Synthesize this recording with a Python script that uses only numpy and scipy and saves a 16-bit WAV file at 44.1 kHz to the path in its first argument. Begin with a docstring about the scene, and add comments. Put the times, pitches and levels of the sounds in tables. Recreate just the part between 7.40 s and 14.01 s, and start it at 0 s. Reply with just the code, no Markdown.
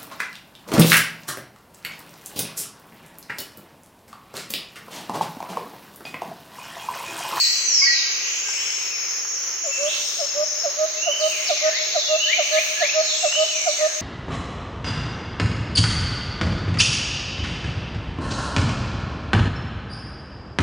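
"""A near bird hoots two-note phrases in a forest, heard in stereo. Other birds whistle and chirp deeper
among the trunks, where scattered echoes smear each glide. Crickets trill in bouts of wing strokes,
katydids rasp high up and a cicada chorus drones. Under it all lies a hush of leaves and far
wildlife, with a few dull snaps in the undergrowth."""
import sys
import numpy as np
from scipy import signal
from scipy.fft import rfft, irfft, next_fast_len
from scipy.io import wavfile
from scipy.ndimage import uniform_filter1d

SR = 44100
rng = np.random.default_rng(int(sys.argv[2]) if len(sys.argv) > 2 else 0)


def bounce(signal):
    """Save signal as a 16-bit WAV file at the path given by the first command-line argument."""
    frames = np.transpose(np.atleast_2d(signal))
    limited = np.clip(frames, -1, 1)
    pcm = np.round(limited * 32767).astype(np.int16)
    wavfile.write(sys.argv[1], SR, pcm)


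N = 291501
TIME = np.arange(N) / SR
FFT_SIZE = next_fast_len(N)
BIN_HZ = np.fft.rfftfreq(FFT_SIZE, 1 / SR) + 1e-3
PREROLL = SR // 4  # samples of song before the start, whose echoes still ring


def hooting_bird():
    """A close bird: a short falling chuck, then a longer hoo, mostly direct sound with a faint octave."""
    # note contours: length_share, pitch_ratio, level_db
    chuck_shape = [(0, .99, -17), (.17, 1.0, -5), (.32, 0.933, 1.5), (.46, 0.835, -3), (.62, .825, -3),
                   (1, 0.82, -15)]
    hoo_shape = [(0, .95, -16.5), (.2, 1.0, -6.5), (.5, 1.0, -1), (.8, 1.005, -0.5), (.92, 1.015, -2),
                 (1, 1.043, -12.5)]
    # opening notes: start_s, length_s, pitch_hz, level_db, accent (0-1, how sharply the level peaks)
    chucks = [(2.243, 0.07, 674, -31, 0.46), (2.791, .065, 692, -26.5, 0.57), (3.24, 0.053, 695, -21, 0.75),
              (3.663, 0.055, 709, -19, .9), (4.093, 0.048, 722, -17.5, 0.9), (4.547, 0.053, 720, -18, 1.0),
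              (4.981, .047, 719.5, -17.5, 0.98), (5.407, 0.055, 717.6, -17.5, 1.0),
              (5.834, 0.046, 723, -16.5, 0.68), (6.261, 0.054, 727, -17, 0.95)]
    # answering notes: start_s, length_s, pitch_hz, level_db, extra_rise_hz
    hoos = [(2.38, 0.1145, 589.6, -23, 47.5), (2.95, 0.094, 599.3, -20.5, 26),
            (3.375, 0.085, 620.4, -17.5, 1.5), (3.799, 0.084, 620, -17.5, -4),
            (4.22, 0.081, 622, -16.5, 1.5), (4.688, 0.082, 621, -16.5, 0), (5.112, 0.084, 622.4, -16.5, -3),
            (5.542, 0.078, 624.5, -16, -6), (5.963, 0.081, 623.4, -16, 3), (6.392, 0.084, 616.6, -16, -1)]
    notes = [note(chuck_shape, *row, accent=accent) for *row, accent in chucks]
    notes += [note(hoo_shape, *row) for row in hoos]
    voice = np.zeros((1, PREROLL + N))
    for curve in notes:
        sing(voice, curve, gain=1, octave=undb(-18.5))
    right_lag = int(.00023 * SR)  # the left microphone hears the bird first
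    direct = np.array([voice[0], np.roll(voice[0], right_lag)])[:, PREROLL:]
    tail = undb(-12) * forest_echoes(voice, t60_s=1.6, early_s=0.17, early_db=0, rise_s=0.051)
    return pan(direct, -3.5) + pan(tail, 1.5)


def songbirds():
    """Whistles among the trunks: the further the bird, the weaker its direct sound, the longer its tail."""
    direct, near_send, far_send = np.zeros((3, 2, PREROLL + N))
    for presence_db, pan_db, curve in repeated_calls() + glides():
        distance = np.clip(-presence_db / 14, 0, 1)  # at 1 only echoes arrive
        sing(near_send, curve, pan(np.sqrt(1 - distance), pan_db))
        sing(far_send, curve, pan(np.sqrt(distance), pan_db))
        sing(direct, curve, pan(undb(presence_db) * (1 - distance), pan_db))
    # moving air and leaves on the path make the direct sound flutter
    flutter = undb(3.5 * np.array([drift(70), drift(70)]) + 3.5 * drift(70))
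    near_tail = forest_echoes(near_send, t60_s=0.69, early_s=0.11, early_db=6.5, rise_s=0.003)
    far_tail = forest_echoes(far_send, t60_s=1.55, early_s=0.094, early_db=5.4, rise_s=0.026)
    return direct[:, PREROLL:] * flutter + near_tail + far_tail


def repeated_calls():
    """Arched whistles, rising pips, falling chips and upslurs, each as (presence_db, pan_db, curve)."""
    # note contours: length_share, pitch_ratio, level_db
    arch_shape = [(0, 1.06, -8), (.2, .995, -5), (.42, 1.01, -4.5), (.72, 1.135, 3), (1, 1.14, -23)]
    pip_shape = [(0, 1, -18), (.55, 1.1, -2), (1, 1.24, -15)]
    chip_shape = [(0, 0.99, 1), (.42, .87, -0.5), (1, .74, -4)]
    # calls on those contours: start_s, length_s, pitch_hz, level_db
    arches = [(4.679, 0.23, 2684, -20), (5.799, .22, 2660, -22)]
    pips = [(4.966, .025, 2350, -34), (5.01, .03, 2370, -36), (5.211, 0.0314, 2300, -30),
            (5.249, 0.0284, 2350, -42), (5.395, .025, 2350, -43), (5.48, 0.031, 2350, -23.5),
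            (5.52, 0.03, 2370, -28.5)]
    chips = [(3.796, 0.028, 4910, -23), (4.07, 0.031, 4640, -21), (4.341, 0.032, 4590, -22.5),
             (4.86, 0.026, 4480, -23), (5.115, .035, 4540, -22.5), (5.4, .03, 4490, -22.5),
             (6.0, 0.027, 4630, -23.5), (6.28, 0.034, 4610, -24)]
    # held notes that slide up: start_s, held_s, slide_s, pitch_hz, held_db, slide_db
    upslurs = [(4.255, 0.051, 0.083, 1516, -34, -26), (4.863, 0.016, .076, 1665, -30.5, -17),
               (5.122, .035, .042, 1706, -25.5, -19), (5.36, .055, .055, 1696, -25.5, -21.5)]
    return ([(-9, 2, note(arch_shape, *row)) for row in arches]
            + [(3, 2, note(pip_shape, *row)) for row in pips]
            + [(-9.5, 1, note(chip_shape, *row)) for row in chips]
            + [(-3, 0.5, upslur(*row)) for row in upslurs])


def glides():
    """Single sliding whistles that swell and fade, each as (presence_db, pan_db, curve)."""
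    # whistles: start_s, length_s, first_hz, last_hz, level_db, peak_share, presence_db, pan_db
    whistles = [(-.07, 0.13, 4904, 3960, -13, 0.41, -7, .5), (-.15, 0.079, 1958, 1917, -29, 0.87, -20, -6),
                (0.264, .35, 6150, 3680, -13.5, 0.41, -7, 0),
                (0.421, 0.029, 2166, 2277, -18.5, 0.1, -1.5, -8.5),
                (0.467, 0.036, 1943, 1915, -17.5, 0.2, -4, 0),
                (0.416, 0.036, 1085, 1130, -40.5, 0.5, 0.5, 3), (.42, 0.17, 1622, 1540, -36, 0.1, -16, 7),
                (0.461, 0.13, 2070, 3445, -25.5, 0.2, -17, 3),
                (0.789, 0.084, 1998, 3480, -30, 0.5, -18, -5.5),
                (1.027, 0.11, 1610, 1576, -36, 0.06, -5.5, 1), (1.118, 0.095, 2092, 3457, -28, 0.6, -11, 2),
                (1.419, 0.35, 2753, 1624, -31.5, 0.13, -17.5, 4.5),
                (2.298, .15, 2666, 2686, -25, 0.3, -8.5, 0), (2.435, .11, 2787, 4850, -23.5, 0.34, -16, 1),
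                (3.561, .16, 2644, 3040, -25.5, 0.95, -9.5, -1),
                (3.713, 0.072, 3028, 3057, -25.5, 0, -4, 2), (4.52, 0.12, 4480, 3370, -24.5, 1, -10, -0.5),
                (5.645, .085, 4330, 3283, -22.5, 0.54, -10.5, 0), (3.196, .06, 4000, 4730, -41, .6, -19, 2),
                (1.532, 0.068, 2300, 1866, -41, 0.3, -4, -4), (3.533, 0.041, 2220, 1910, -42, 0.3, -1, 7),
                (3.825, 0.066, 3050, 3037, -31, 0.6, -4, -8), (3.874, 0.15, 2987, 2020, -30, 0.45, -3, 4),
                (4.147, 0.14, 2512, 1727, -29, 0.76, -8, -2),
                (5.595, 0.058, 4410, 4290, -24.5, 0.3, -9, -2),
                (5.606, 0.04, 6950, 7130, -24, 0.65, -18, -7),
                (6.097, 0.16, 2684, 2118, -28.5, 0.6, -6.5, 0.5),
                (6.13, 0.033, 5580, 6260, -18.5, 0.9, -10.5, 2),
                (6.27, 0.042, 5310, 6070, -23.5, 0.86, -9, -1),
                (6.355, 0.16, 2204, 1523, -33.5, 0.48, -6, 2), (2.23, 0.037, 6730, 7130, -22.5, 0, -10, 11)]
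    share = np.linspace(0, 1, 12)
    notes = []
    for start, length, first_hz, last_hz, db, peak, presence_db, pan_db in whistles:
        ease = 1.3 if last_hz < first_hz else 1  # falls flatten out towards their end
        pitch_hz = last_hz + (first_hz - last_hz) * (1 - share) ** ease
        peak = np.clip(peak, .05, .95)
        end_db = -4.5 - 69.5 * (1 - peak) * length  # long glides die away further
        swell_db = np.interp(share, [0, peak, 1], [-3.5, 0, end_db])
        curve = np.transpose([start + share * length, pitch_hz, db + swell_db])
        notes.append((presence_db, pan_db, curve))
    return notes


def upslur(start, held, slide, hz, held_db, slide_db):
    """The curve of a held note that slides up a fifth, loudest near its top."""
    bend = start + held
    return [(start, hz, held_db - 9), (start + 0.49 * held, hz, held_db),
            (bend, 1.02 * hz, held_db - 3.5),
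            (bend + 0.74 * slide, 1.4 * hz, slide_db), (bend + slide, 1.5 * hz, slide_db - 9)]


def note(shape, start, length, hz, db, rise_hz=0, accent=1):
    """Stretch a contour into a curve of time_s, pitch_hz, level_db."""
    return [(start + share * length, ratio * hz + (share - .66) * rise_hz, db + accent * shape_db)
            for share, ratio, shape_db in shape]


def sing(bus, curve, gain, octave=0):
    """Add a syrinx note to the bus: a near sine that follows the curve, with soft ends."""
    time_s, pitch_hz, level_db = np.transpose(curve)
    start = int((time_s[0] - .006) * SR)
    t = np.arange(start, int((time_s[-1] + .006) * SR)) / SR
    fade = np.clip(np.minimum(t - time_s[0], time_s[-1] - t) / 0.0075 + 1, 0, 1)
    envelope = np.sqrt(2) * fade * undb(np.interp(t, time_s, level_db))
    phase = 2 * np.pi * np.cumsum(np.interp(t, time_s, pitch_hz)) / SR
    tone = np.sin(phase) + octave * np.sin(2 * phase)
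    bus[:, PREROLL + start:PREROLL + start + len(t)] += gain * envelope * tone


def forest_echoes(x, t60_s, early_s, early_db, rise_s):
    """Scatter off trunks and leaves: a dense early bunch and a long tail, unrelated left and right."""
    t = TIME[:2 * SR]
    decay = undb(-60 * t / t60_s) + undb(early_db - 60 * t / early_s)
    envelope = (1 - np.exp(-t / rise_s)) * decay
    impulse = envelope * rng.standard_normal((2, len(t))) / np.sqrt(np.sum(envelope ** 2))
    return signal.fftconvolve(x, impulse, axes=1)[:, PREROLL:PREROLL + N]


def far_birds():
    """Song from deep in the forest arrives as echo only: two soft bands that swell and fade."""
    # band faders: time_s, low_band_db, high_band_db
    swells = [(0.0, -29, -46), (0.3, -32, -62), (0.96, -30, -47), (1.42, -32.5, -38.5), (1.9, -63, -47),
              (2.21, -37.5, -47), (2.62, -36, -37), (2.8, -63, -34), (3.071, -48, -42.5),
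              (3.59, -50, -32.5), (3.83, -36.5, -48), (4.03, -27, -38), (4.62, -32.5, -25.5),
              (4.75, -61, -27.5), (4.931, -25.5, -28.5), (5.3, -26.5, -34), (5.85, -32.5, -31),
              (6.61, -37, -37.5)]
    time_s, low_db, high_db = np.transpose(swells)
    out, trim_db = 0, -3.5
    for db, hz, width_hz in ((low_db, 2550, 1700), (high_db, 4100, 1900)):
        band = unit_rms(resonate(rng.standard_normal((2, N)), hz, width_hz, order=4))
        out += undb(np.interp(TIME, time_s, db) + trim_db) * band
    return out


def crickets():
    """Wing strokes in quick chirps: a wavering tone, blurred by leaves."""
    # bouts: start_s, end_s, pitch_hz, width_hz, chirp_rate_hz, level_db, pan_db
    bouts = [(0, 0.2, 5400, 70, 23, -33, 6), (1.084, 1.816, 5400, 72, 23, -36, 9.5),
             (1.87, 2.634, 5596, 72, 23, -40.5, -11.5), (2.64, 3.32, 5400, 71.1, 21.4, -35.5, 11.5),
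             (4.054, 4.707, 5410, 89.6, 21.3, -38, 11), (5.46, 6.133, 5385, 110.7, 22, -36.5, 6.5),
             (.06, 0.276, 6040, 40, 27, -33.5, 2), (.82, 1.118, 6000, 39.5, 49, -38.5, 5),
             (1.951, 2.126, 5990, 40.5, 38, -38, 12), (2.568, 2.757, 6000, 40.5, 40, -39, 7),
             (3.023, 3.18, 6040, 41, 42, -38, 7), (3.606, 3.76, 5920, 40.3, 40, -39, 5),
             (4.135, 4.285, 6000, 39, 40, -38, 6), (4.46, 4.816, 5960, 40.2, 44, -43, 8),
             (4.85, 5.315, 6060, 72.8, 40, -39, 0), (4.998, 5.343, 5960, 50.2, 40, -41.5, -2),
             (5.555, 6.002, 6150, 68.9, 40, -38, 2)]
    out, noise = np.zeros((2, N)), rng.standard_normal((2, N))
    for start, end, hz, width_hz, rate_hz, db, pan_db in bouts:
        gate = np.clip(np.minimum(TIME - start, end - TIME) / 0.03 + .5, 0, 1)
        beat = 2 * np.pi * rate_hz * TIME
        trill = (1 + 0.083 * np.cos(beat)) * (1 + 0.16 * np.cos(2 * beat)) * (1 + 0.27 * np.cos(4 * beat))
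        pitch_hz = hz + .45 * width_hz * drift(90)
        tone = np.sqrt(2) * np.sin(2 * np.pi * np.cumsum(pitch_hz) / SR)
        blur = .75 * unit_rms(resonate(noise, hz, width_hz))
        # a noise skirt below the note stands for the pitch sag at the end of each stroke
        skirt = .6 * unit_rms(resonate(noise, hz - 2 * width_hz, 3 * width_hz))
        out += pan(undb(db) * gate * trill * (tone + blur + skirt), pan_db)
    return out


def katydids():
    """File strokes in swelling bouts ring a high wing note and, in some, a broad hiss above it."""
    # bouts: start_s, peak_s, end_s, pitch_hz, base_width_hz, note_db, hiss_db
    bouts = [(-.2, 0, 0.32, 7610, 885, -30, -38), (.05, .1, 0.59, 7300, 696, -33.5, -72),
             (0.862, 1.0, 1.33, 7180, 402, -33.5, -79), (1.06, 1.175, 1.53, 7720, 800, -40.5, -78),
             (2.326, 2.65, 2.91, 8240, 770, -42, -49), (2.497, 2.7, 3.08, 7400, 600, -46, -56),
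             (3.77, 3.9, 4.2, 8300, 700, -43.5, -44.5), (5.014, 5.25, 5.5, 8400, 704, -44, -43),
             (5.75, 5.825, 6.16, 7590, 710, -33, -85), (6.023, 6.3, 6.85, 8170, 969, -42, -87),
             (3.98, 4.9, 5.5, 7460, 498, -49, -51.5), (5.9, 6.308, 6.5, 7400, 510, -38.5, -80)]
    strokes = rasp(spread_db=0.73, correlation=0.43)
    hiss = unit_rms(resonate(strokes, 15000, 11000, order=6))
    out = 0
    for start, peak, end, hz, base_width_hz, note_db, hiss_db in bouts:
        swell = np.interp(TIME, [start, peak, end], [0, 1, 0]) ** 0.46
        wing = unit_rms(resonate(strokes, hz, 1.3 * base_width_hz, order=6))
        out += swell * (undb(note_db) * wing + swell ** 2 * undb(hiss_db) * hiss)
    return out


def cicadas():
    """Many singers blend into droning bands that waver in level."""
    # chorus bands: pitch_hz, width_hz, level_db
    bands = [(6450, 226, -34.5), (6614, 195, -34), (6205, 340, -35), (5550, 360, -38), (6995, 39, -45.5)]
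    out = 0
    for hz, width_hz, db in bands:
        level = undb(db + 0.43 * drift(2.89) + 1.42 * drift(20))
        buzz = rasp(spread_db=0.32, correlation=0.21)
        out += level * unit_rms(resonate(buzz, hz, width_hz, order=3))
    return out


def rasp(spread_db, correlation):
    """Insect clicks of uneven size, so dense they merge into noise, partly shared left and right."""
    noise = rng.standard_normal((3, N))
    stereo = np.sqrt(correlation) * noise[0] + np.sqrt(1 - correlation) * noise[1:]
    return stereo * undb(spread_db * drift(400))


def undergrowth_snaps():
    """Twigs or drops: tiny noise bursts, dulled by a broad resonance."""
    # snaps: start_s, burst_db
    snaps = [(1.087, -19), (1.85, -25), (3.22, -26), (3.34, -26), (5.925, -18), (5.95, -23)]
    bursts, age = np.zeros(N), np.arange(400)  # age in samples
    envelope = age / 40 * np.exp(-age / 60)
    for start_s, db in snaps:
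        bursts[int(start_s * SR) + age] += undb(db) * envelope * rng.standard_normal(len(age))
    return 3 * resonate(bursts, 1300, 2600, order=6)


def hush():
    """Leaves, far insects and far birds blur into a coloured hiss, widest in the top treble."""
    # tone colour: frequency_hz, relative_db
    spectrum = [(30, -29.5), (245, -33.5), (404, -19), (780, -22.5), (1150, -18), (2290, -16), (3100, -18),
                (3700, -28), (4400, -20.5), (5400, -11.5), (6900, -10.5), (7670, -71), (9710, -49),
                (10800, -34.5), (15900, -32)]
    # likeness of left and right: frequency_hz, correlation
    stereo_image = [(30, 0.25), (130, 0.17), (290, 0.83), (640, 0.4), (1400, 0.28), (5000, 0.38),
                    (15000, 0.046)]
    colour = undb(over_bins(spectrum))
    correlation = np.clip(over_bins(stereo_image), 0, .99)
    noise = rfft(rng.standard_normal((2, FFT_SIZE)))
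    mid, side = noise * colour * np.sqrt([1 + correlation, 1 - correlation])
    bed = unit_rms(irfft(np.array([mid + side, mid - side]), FFT_SIZE)[:, :N])
    return undb(-33 + 0.72 * drift(1.78) + 1.1 * drift(16)) * bed


def over_bins(points):
    """Draw (frequency_hz, value) points across the FFT bins on a log-frequency axis."""
    hz, values = np.transpose(points)
    return np.interp(np.log(BIN_HZ), np.log(hz), values)


def resonate(x, hz, width_hz, order=2):
    """A resonance applied order times; width_hz is the width of one pass."""
    detuning = (BIN_HZ / hz - hz / BIN_HZ) * hz / width_hz
    return irfft(rfft(x, FFT_SIZE) / (1 + 1j * detuning) ** order, FFT_SIZE)[..., :N]


def drift(rate_hz):
    """A smooth wobble: random steps at rate_hz, slewed twice."""
    hold = int(SR / rate_hz)
    steps = np.repeat(rng.standard_normal(N // hold + 1), hold)
    return uniform_filter1d(uniform_filter1d(steps, hold), hold)[:N]


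def pan(x, db):
    """Place a sound by level: db is left minus right."""
    return x * undb(np.array([[db], [-db]]) / 2)


def undb(db):
    return 10 ** (np.asarray(db) / 20)


def unit_rms(x):
    return x / np.sqrt(np.mean(x ** 2))


def scene():
    """Birds in front, insects around them, the forest bed underneath."""
    birds = hooting_bird() + songbirds() + far_birds()
    insects = crickets() + katydids() + cicadas()
    return birds + insects + hush() + undergrowth_snaps()


def record(dry):
    """The recorder cuts the top with a steep low-pass."""
    cutoff_hz = 15900
    return signal.sosfilt(signal.ellip(10, .2, 80, cutoff_hz, fs=SR, output="sos"), dry)


dry = scene()
out = record(dry)
bounce(out)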